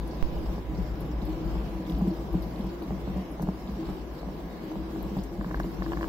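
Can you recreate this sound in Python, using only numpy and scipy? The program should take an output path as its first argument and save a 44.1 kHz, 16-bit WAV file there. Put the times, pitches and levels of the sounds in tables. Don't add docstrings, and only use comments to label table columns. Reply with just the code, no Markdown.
import sys
import numpy as np
from scipy import signal
from scipy.fft import rfft, irfft
from scipy.io import wavfile
from scipy.ndimage import uniform_filter1d

SR = 44100
rng = np.random.default_rng(int(sys.argv[2]) if len(sys.argv) > 2 else 0)


def boost(x):
    u = np.asarray(x, float) / 20
    return 10 ** u


def waveform_to_disk(signal):
    frames = np.transpose(np.atleast_2d(signal))
    scaled = np.clip(frames, -1, 1) * 32767
    samples = np.round(scaled).astype(np.int16)
    wavfile.write(sys.argv[1], SR, samples)


N = 268128
TIME_S = np.arange(N) / SR

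# [peak_s, level_db]
FRAME_ROCKS = [(-.04, -30), (.12, -38), (.25, -38), (.36, -33.5), (.48, -31.5), (.69, -33), (.8, -32),
               (.91, -34), (1.03, -35), (1.14, -30.5), (1.25, -34), (1.44, -30.5), (1.55, -29),
               (1.76, -39.5), (1.95, -28.5), (2.2, -38.5), (2.34, -30.5), (2.62, -35.5), (2.7, -48),
               (2.91, -37.5), (3.05, -37), (3.14, -36), (3.45, -35), (3.72, -37), (3.88, -38), (4.0, -40.5),
               (4.25, -40.5), (4.4, -44), (4.76, -40.5), (4.94, -41), (5.05, -36), (5.2, -35.5),
               (5.4, -35.5), (5.57, -31.5), (5.66, -48), (5.8, -38), (5.97, -35.5), (6.05, -36)]
# [time_s, pitch_hz]
FRAME_PITCH_CURVE = [(0.0, 54.25), (0.52, 55.77), (0.68, 56.13), (1.22, 56.4), (1.4, 53.5), (1.6, 55.4),
                     (1.72, 53.3), (1.86, 56.5), (2.0, 55.56), (2.7, 56.4), (2.85, 59.25), (3.2, 59.3),
                     (3.4, 55.1), (3.61, 57.35), (5.15, 56.8), (5.38, 51.83), (5.57, 51.4), (5.71, 54.2),
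                     (6.08, 54.6)]
# [time_s, effort_db]
HEAD_TRAVEL = [(0.0, 0), (.57, 1), (.63, -4), (.76, -1.5), (.9, -1), (1.56, 2), (1.83, -1), (2.08, 1),
               (2.6, 0.5), (3.6, -2.5), (3.89, 1), (4.06, -5), (4.3, -0.5), (4.66, -2), (5.21, 0.5),
               (5.28, -4), (5.59, -1), (6.08, 3)]
# [frequency_hz, density_db_per_hz]
AIR_SPECTRUM = [(15, -33), (25, -9), (57, 2), (80, -17), (120, -23), (165, -7.5), (234, -16), (324, -6),
                (402, -8.5), (1000, -25), (1280, -27.5), (5070, -41.5), (7800, -63.5), (9170, -61.5),
                (12300, -42), (15700, -98)]
# [frequency_hz, level_db]
BLADE_LINES = [(266, -57), (440, -62), (500, -60), (988, -60.5), (1525, -81), (1665, -70), (3820, -80)]
MAINS_BUZZ = {11: -67, 12: -72, 13: -74, 20: -80, 21: -77, 22: -78, 130: -90, 135: -88, 137: -91}
# [start_s, peak_db, pitch_hz]
PANEL_SHOVES = [(0.107, -58, 318), (0.204, -50, 320), (0.362, -36.5, 342), (0.408, -31.5, 317),
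                (0.518, -33, 328), (0.684, -27.5, 311), (0.756, -33, 330), (1.017, -30.5, 337),
                (1.094, -28, 303.5), (1.224, -40, 310), (1.277, -21, 314), (1.37, -33, 333),
                (1.412, -26, 319), (1.48, -36, 328.5), (1.536, -49, 342), (1.578, -30, 330),
                (1.756, -30, 326), (1.803, -28.5, 327.6), (1.877, -24.5, 316.7), (1.935, -28.5, 296),
                (1.979, -45, 328), (2.044, -25, 335), (2.112, -21.5, 325), (2.325, -23.5, 321.7),
                (2.419, -36, 333), (2.541, -38, 316.5), (2.734, -29.5, 340), (2.821, -27.5, 324.4),
                (2.94, -43, 304.6), (3.052, -33, 354), (3.125, -29.5, 316), (3.275, -32.5, 320.5),
                (3.414, -27.5, 310.5), (3.475, -31.5, 310), (3.627, -34, 340), (3.793, -25.5, 327.3),
                (4.081, -45, 342.5), (4.372, -31.5, 332), (4.632, -30, 321), (4.708, -25.5, 316),
                (4.794, -28.5, 326), (4.849, -31, 326), (4.938, -24.5, 326), (5.004, -27, 322.5),
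                (5.088, -53, 316), (5.175, -39, 303), (5.216, -60, 332.6), (5.317, -28, 341.3),
                (5.415, -28, 304), (5.492, -30, 309), (5.588, -33, 308), (5.645, -29.5, 336.4),
                (5.844, -27, 325), (5.971, -28.5, 305)]
# [start_s, peak_db, pitch_hz, lower_part_db]
BALL_TICKS = [(0.074, -41, 11400, -20), (1.003, -35.5, 11770, -18), (1.25, -39.5, 12400, -2),
              (1.6341, -55, 13400, -5), (1.896, -41, 12400, 5), (1.9813, -40, 13600, -9),
              (2.326, -41, 13600, -18), (2.4192, -38, 12900, -18), (2.6376, -47, 13500, -7),
              (2.8219, -41, 13400, -18), (3.312, -42.5, 10700, -5), (3.4188, -35.5, 12200, 20.5),
              (5.234, -43, 11100, 25), (5.5949, -44, 12500, 23)]
# [start_s, peak_db, pitch_hz]
RAIL_SCRAPES = [(0.1087, -48, 5040), (0.14, -46, 5130), (0.2583, -54, 5030), (0.4554, -48, 5000),
                (0.5571, -49, 5220), (0.7457, -48, 4620), (0.7696, -49.5, 5250), (0.8614, -53, 5180),
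                (0.9525, -50, 5040), (1.1104, -54, 5330), (1.2191, -52, 5200), (1.4373, -63, 4740),
                (2.1031, -48, 4560), (2.4204, -46, 4380), (2.483, -59, 4750), (2.611, -55, 4480),
                (2.6913, -50, 4610), (2.833, -50, 4600), (3.676, -50, 4470), (3.8018, -58, 4950),
                (3.8571, -56, 4840), (5.0923, -51, 5400), (5.1864, -47, 4740), (5.2129, -49, 4430),
                (5.595, -49, 5350), (5.7937, -51, 4420), (5.828, -45, 4610), (6.0169, -46, 4710)]
# [start_s, peak_db]
SOFT_KNOCKS = [(.132, -40), (.366, -39), (.461, -41), (.493, -42), (.58, -38), (.788, -57), (1.285, -41),
               (1.336, -44), (1.439, -43), (1.491, -51), (1.554, -39), (1.611, -42), (1.749, -46),
               (1.925, -44), (2.01, -37.5), (2.069, -41), (2.105, -42), (2.185, -41), (2.287, -42),
               (2.341, -36.5), (2.415, -56), (2.538, -50), (2.643, -42), (2.819, -41), (2.906, -35.5),
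               (3.075, -37.5), (3.164, -38.5), (3.181, -45), (3.199, -46), (3.396, -34.5), (3.425, -36),
               (3.446, -49), (3.472, -41), (3.487, -32), (3.691, -43), (3.828, -51), (3.888, -39),
               (4.23, -40), (4.287, -41), (4.413, -51), (4.716, -37.5), (4.755, -38), (4.96, -39),
               (5.031, -42), (5.057, -55), (5.167, -36.5), (5.642, -38), (5.807, -49)]
# [start_s, peak_db]
HARD_RAPS = [(5.41, -38), (5.444, -38), (5.486, -50), (5.51, -36), (5.543, -31.5), (5.571, -45),
             (5.599, -29), (5.821, -33), (5.8613, -38), (5.918, -35), (5.932, -33), (5.971, -35),
             (6.009, -35.5), (6.028, -32.5), (6.041, -34)]
# [frequency_hz, level_db, t60_s]
DULL_MODES = [(635, 14, 0.015), (792, 15.5, 0.012), (957, -4.5, 0.078)]
# [frequency_hz, level_db, t60_s]
BRIGHT_MODES = [(1050, 10, 0.014), (1645, 3.5, 0.021), (1504, 0.5, 0.021), (2800, -10, 0.014)]
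# [start_s, peak_db, pitch_hz]
BEAM_JERKS = [(0.289, -36, 172), (.5, -33, 182), (0.579, -34, 174), (0.714, -29, 160), (0.787, -22, 175.3),
              (0.826, -29, 149), (1.006, -30, 190), (1.044, -31, 172), (1.084, -38, 171),
              (1.222, -25.5, 186), (1.369, -42, 180.2), (1.444, -25, 186.4), (1.538, -23, 176.6),
              (1.601, -39, 197.6), (1.646, -29, 201), (1.804, -29, 178), (1.903, -23, 173),
              (1.979, -20, 195), (2.017, -15.5, 188.4), (2.073, -17, 187), (2.348, -18.5, 180),
              (2.465, -31.5, 173.4), (2.536, -33, 182.4), (2.594, -25.5, 198), (2.649, -21.5, 186.4),
              (2.865, -32, 180), (2.912, -22, 188.3), (2.98, -35, 173), (3.083, -20, 185),
              (3.169, -19, 187.6), (3.314, -31, 193), (3.405, -22.5, 181.9), (3.43, -21, 182.3),
              (3.483, -19, 185), (3.694, -28.5, 199.6), (3.771, -30, 186), (3.89, -25.5, 184.6),
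              (4.152, -34, 158), (4.27, -30.5, 190), (4.762, -25.5, 193), (4.965, -27.5, 192.5),
              (5.061, -29, 193), (5.12, -29.5, 203), (5.172, -20.5, 187.3), (5.316, -34, 188),
              (5.387, -25, 204.5), (5.464, -27, 181.5), (5.524, -28, 166.5), (5.601, -25, 192),
              (5.649, -23.5, 183), (5.741, -33, 184.6), (5.806, -27, 188), (5.863, -30, 183),
              (5.91, -28.5, 185.4), (5.99, -32, 172.6)]
# [pitch_ratio, level_db, t60_s]
BEAM_PAIR = [(.83, -8, 0.084), (1.17, -12, 0.091)]
# [start_s, peak_db, pitch_hz]
LINK_CLACKS = [(1.2174, -44, 3660), (1.2727, -44.5, 3870), (1.852, -48, 3670), (1.8657, -44, 3376),
               (1.8968, -38, 3410), (1.921, -42, 3370), (1.949, -44, 3680), (2.56, -46, 3810),
               (2.6088, -45.5, 3360), (2.822, -44, 3760), (3.1934, -51, 3216), (3.674, -44, 3320),
               (3.8551, -48, 3880), (5.0913, -57, 4050), (5.1863, -47, 3390), (5.6325, -42.5, 3950),
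               (5.8262, -48, 3280), (5.932, -46, 3000), (6.0284, -45, 2997), (5.919, -46, 2700),
               (6.042, -48, 2800)]
# [frequency_hz, likeness_0_to_1]
PORT_LIKENESS = [(60, 0.98), (130, 0.95), (290, 0.91), (640, 0.68), (1400, 0), (3000, 0)]
# [frequency_hz, left_minus_right_db]
PORT_LEAN = [(60, 2.5), (200, .1), (380, 1.5), (700, .1), (4400, -1.1), (8100, .6), (10000, 5), (13000, 11)]

ROCK_RISE_S, ROCK_T60_S, ROCK_REST_DB = 0.053, 0.85, -52.5
LATE_ROCK = (5.89, -36.5)
SWAY_HZ, SWAY_DB = 46, -8
BUZZ_DB, BUZZ_SLOPE = -45, 1.22
AIR_DB, MAINS_HZ = -41.5, 100
BLADE_FADE_DB_S = 1.1
BELT_DB, RATTLE_DB, RAIL_DB = -50, -63.5, -70.5
RATTLE_SLOPE, RAIL_SLOPE = 1, 0.65
HEAT_DB_S, HEAT_S = 2.5, 4.72
JOLT_DB, JOLT_T60_S = 5, 0.076
PANEL_HZ, RAP_PANEL_DB = 333, -4
TICK_T60_S = 0.052
SNAP_S, SNAP_DB = 5.0283, -34
SCRAPE_T60_S, SCRAPE_DB = 0.11, -4
SOFT_BRIGHT_DB, HARD_BRIGHT_DB = -35, 8
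SOFT_BRIGHT_SLOPE, HARD_BRIGHT_SLOPE = -0.51, -0.41
CRACK_DB, CRACK_T60_S = -15, 0.022
CONTACT_S = .0006
POP_S, POP_DB, POP_HZ = .2266, -12.5, 5.0
JERK_UPPER_DB = -7


def on_log(table, hz):
    f, v = np.transpose(table)
    return np.interp(np.log(np.maximum(hz, 1)), np.log(f), v)


def on_time(table):
    s, value = np.transpose(table)
    return np.interp(TIME_S, s, value)


def walk(rate):
    k = int(SR / rate)
    held = np.repeat(rng.standard_normal(N // 50), k)[:N]
    return 1.287 * uniform_filter1d(uniform_filter1d(held, k), k)


def hiss(hz, octaves):
    f = np.maximum(np.arange(N // 2 + 1) * SR / N, 1)
    bell = np.exp(-(np.log2(f / hz) / octaves) ** 4)
    mid, side = irfft(rfft(rng.standard_normal((2, N))) * bell, N)
    alike = np.clip(on_log(PORT_LIKENESS, f), 0, 1)
    mid = irfft(rfft(mid) * np.sqrt(1 + alike), N)
    side = irfft(rfft(side) * np.sqrt(1 - alike), N)
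    both = np.array([mid + side, mid - side])
    return both / np.sqrt(np.mean(both.mean(axis=0) ** 2))


def tone(hz, db):
    turns = np.cumsum(hz + np.zeros(N)) / SR + rng.random()
    return np.sqrt(2) * boost(db) * np.sin(2 * np.pi * turns)


def decay(t, t60):
    return np.exp(-np.log(1000) * t / t60)


def ring(hz, t60, rise=0.00062):
    t = np.arange(int(.4 * SR)) / SR
    return (1 - np.exp(-t / rise)) * decay(t, t60) * np.sin(2 * np.pi * hz * t)


def band(x, order, low_hz, high_hz):
    return signal.sosfilt(signal.butter(order, [low_hz, high_hz], "band", fs=SR, output="sos"), x)


def add(out, s, sound, pan_db=0., lag=0):
    for side, sign in enumerate((1, -1)):
        i = max(int(s * SR) + side * lag, 0)
        n = min(len(sound), N - i)
        out[side, i:i + n] += sound[:n] * boost(sign * pan_db / 2)


def frame():
    hz = on_time(FRAME_PITCH_CURVE)
    power = boost(2 * ROCK_REST_DB)
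    for s, db in [*FRAME_ROCKS, LATE_ROCK]:
        t = TIME_S - s
        power = power + boost(2 * np.where(t < 0, db + 20 * t / ROCK_RISE_S, db - 60 * t / ROCK_T60_S))
    db = 10 * np.log10(power)
    line = tone(hz * (1 + 0.013 * walk(20)), db)
    skirt = boost(db - 9) * hiss(42, 0.33)
    sway = tone(SWAY_HZ * (1 + 0.029 * walk(10)), db + SWAY_DB + 2.2 * walk(4.25))
    hand = boost(db - 10.0) * hiss(54, 0.13)[0] * np.array([[1], [-1]])
    slow_db = uniform_filter1d(db, size=SR // 4)
    buzz = boost(BUZZ_DB + BUZZ_SLOPE * (slow_db + 36.0)) * hiss(116.3, 0.44)
    return line + skirt + sway + hand + buzz


def chamber():
    out = 0
    for hz in 30 * 2 ** np.arange(0, 9.1, .5):
        band_db = on_log(AIR_SPECTRUM, hz) + 10 * np.log10(hz)
        out = out + boost(band_db + 1.98 * walk(9.9)) * hiss(hz, 0.32)
    out = out * boost(AIR_DB) / np.sqrt(np.mean(out ** 2))
    for hz, db in BLADE_LINES:
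        fade_db = (hz < 1000) * BLADE_FADE_DB_S * (TIME_S - 2.5)
        out = out + tone(hz * (1 + 0.003136 * walk(4)), db + 0.27 * walk(4.76) - fade_db)
    for k, db in MAINS_BUZZ.items():
        out = out + tone(k * MAINS_HZ, db + 0.28 * walk(1.1))
    return out


def jolt():
    kicks = np.zeros(N)
    for s, db, _ in BEAM_JERKS:
        kicks[int(s * SR)] = boost(0.64 * (db + 19.5))
    return signal.lfilter([1], [1, -decay(1 / SR, JOLT_T60_S)], kicks)


def travel():
    effort_db = on_time(HEAD_TRAVEL)
    jolt_db = JOLT_DB * jolt()
    shake_db = 1.1 * walk(90) + 1.02 * walk(14)
    heat_db = HEAT_DB_S * np.maximum(TIME_S - HEAT_S, 0)
    belts = boost(4.5) * hiss(173.0, 0.36) + boost(6.5) * hiss(231, 0.75)
    belts = belts + hiss(576, 0.62) + boost(-4.5) * hiss(903, 0.44)
    belts = belts * boost(BELT_DB + effort_db + 0.78 * jolt_db)
    rattle = hiss(2640, 0.99) + boost(-5.5) * hiss(5010, 0.2) + boost(-1.0) * hiss(1310, 0.5)
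    rattle = rattle * boost(RATTLE_DB + RATTLE_SLOPE * effort_db + shake_db + 0.4 * jolt_db)
    rail = hiss(14800, 0.47) + boost(-4) * hiss(6320, 0.44)
    rail = rail * boost(RAIL_DB + RAIL_SLOPE * effort_db + heat_db + shake_db + jolt_db)
    return belts + rattle + boost(4.0) * rail


def panel():
    out = boost(-47.0 + 3.8 * on_time(HEAD_TRAVEL) + 0.21 * walk(3.5)) * hiss(329.3, 0.072)
    raps = [(s, db + RAP_PANEL_DB, PANEL_HZ) for s, db in HARD_RAPS]
    for s, db, hz in [*PANEL_SHOVES, *raps]:
        add(out, s - .006, boost(db + 7.0) * ring(hz, 0.17, 0.03), .3)
    return out * boost(walk(70))


def ticks():
    out = np.zeros((2, N))
    t = np.arange(3000) / SR
    shape = (1 - np.exp(-t / 0.0024)) * decay(t, TICK_T60_S)
    for s, db, hz, low_db in BALL_TICKS:
        grit = rng.standard_normal(len(t))
        wide = 0.085 + 0.0044 * max(low_db, 0)
        high = band(grit, 2, hz * (1 - wide), min(hz * (1 + wide), 15500))
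        low = boost(low_db - 22) * band(grit, 2, 4900, 9600)
        add(out, s, boost(db) * (high + low) * shape, 2.5, lag=9)
    snap = ring(14200, 0.0033, .0001) + 0.73 * ring(12500, .003, .0001)
    add(out, SNAP_S, boost(SNAP_DB + 2) * snap)
    add(out, SNAP_S + .0018, boost(SNAP_DB - 10) * snap)
    return out


def scrapes():
    out = np.zeros((2, N))
    t = np.arange(3000) / SR
    shape = (1 - np.exp(-t / 0.0018)) * decay(t, SCRAPE_T60_S)
    for s, db, hz in RAIL_SCRAPES:
        puff = band(rng.standard_normal((2, len(t))), 2, 0.888 * hz, 1.12 * hz) * shape
        i = int(s * SR)
        n = min(len(t), N - i)
        out[:, i:i + n] += boost(db + SCRAPE_DB) * puff[:, :n] / np.abs(puff.mean(axis=0)).max()
    return out


def knocks(blows, bright_db, slope):
    out = np.zeros((2, N))
    fade = decay(np.arange(900) / SR, CRACK_T60_S)
    for s, db in blows:
        detune = 1 + .025 * rng.standard_normal(7)
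        crack = band(rng.standard_normal(900), 3, 700, 2000) * fade
        dull = sum(boost(g) * ring(f * k, t60) for (f, g, t60), k in zip(DULL_MODES, detune))
        bright = sum(boost(g) * ring(f * k, t60, CONTACT_S) for (f, g, t60), k in zip(BRIGHT_MODES, detune[3:]))
        body = 1.05 * ring(460, 0.067, 0.0018)
        both = dull + boost(bright_db + slope * (db + 34.0)) * bright + body
        add(out, s + 0.00108, boost(db + 9.0) * both / np.abs(both).max(), 1.1, lag=-8)
        add(out, s + 0.00104, boost(db + CRACK_DB + 0.12 * bright_db + 13) * crack)
    return out


def pop():
    step = 1. * (TIME_S > POP_S)
    thump = boost(POP_DB) * signal.lfilter([.27], [1, -.73], step)
    for leak_hz in (POP_HZ, 1.2):
        thump = signal.lfilter(*signal.butter(1, leak_hz, "high", fs=SR), thump)
    edge = np.zeros((2, N))
    add(edge, POP_S, boost(POP_DB - 19) * (ring(12000, .002, .0001) + ring(14800, .002, .0001)))
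    return thump + edge[0]


def jerks():
    out = np.zeros((2, N))
    upper = ring(257, 0.056, 0.012) + 0.43 * ring(415, 0.049, 0.0052)
    for s, db, hz in BEAM_JERKS:
        beam = ring(hz, 0.12, 0.017) + boost(JERK_UPPER_DB) * upper
        for (ratio, level_db, t60), m in zip(BEAM_PAIR, rng.uniform(-1, 1, 2)):
            beam = beam + np.sign(m) * boost(level_db + 3.0 * m) * ring(ratio * hz, t60, 0.013)
        add(out, s - .006, boost(db + 7.5) * beam)
    return out * boost(walk(45))


def links():
    out = np.zeros((2, N))
    for s, db, hz in LINK_CLACKS:
        clack = ring(hz, 0.0088) + ring(1.08 * hz, 0.0094) + 0.71 * ring(2930, 0.015, 0.0023)
        add(out, s + .0005, boost(db + 4) * clack, lag=3)
    return out


def notches(x, patchy_db, hz, octaves):
    f, _, z = signal.stft(x, SR, nperseg=512)
    field = uniform_filter1d(rng.standard_normal(z.shape[1:]), size=9, axis=1) * 3
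    field = np.minimum(field, .9) - 1.5 * np.maximum(-.2 - field, 0)
    reach = np.exp(-(np.log2((f + 1) / hz) / octaves) ** 2)[:, None]
    gain = boost(patchy_db * field * reach)
    gain = gain / np.sqrt(np.mean(gain ** 2, axis=1, keepdims=True))
    return signal.istft(z * gain, SR, nperseg=512)[1][:, :N]


def scene():
    steady = notches(travel() + chamber(), 11, 8200, 1.0)
    soft = knocks(SOFT_KNOCKS, SOFT_BRIGHT_DB, SOFT_BRIGHT_SLOPE)
    hard = knocks(HARD_RAPS, HARD_BRIGHT_DB, HARD_BRIGHT_SLOPE)
    return frame() + steady + panel() + ticks() + scrapes() + soft + hard + jerks() + links()


def low_pass(x):
    return signal.sosfilt(signal.butter(12, 15790, fs=SR, output="sos"), x)


def record(dry):
    hz = np.arange(N // 2 + 1) * SR / N
    lean = boost(on_log(PORT_LEAN, hz) * np.array([[.5], [-.5]]))
    ports = rfft(dry) * 2 * lean / lean.sum(axis=0)
    ports = ports + rfft(pop()) * np.array([[0], [1]])
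    return low_pass(irfft(ports * (hz < 15790), N))


dry = scene()
out = record(dry)
waveform_to_disk(out)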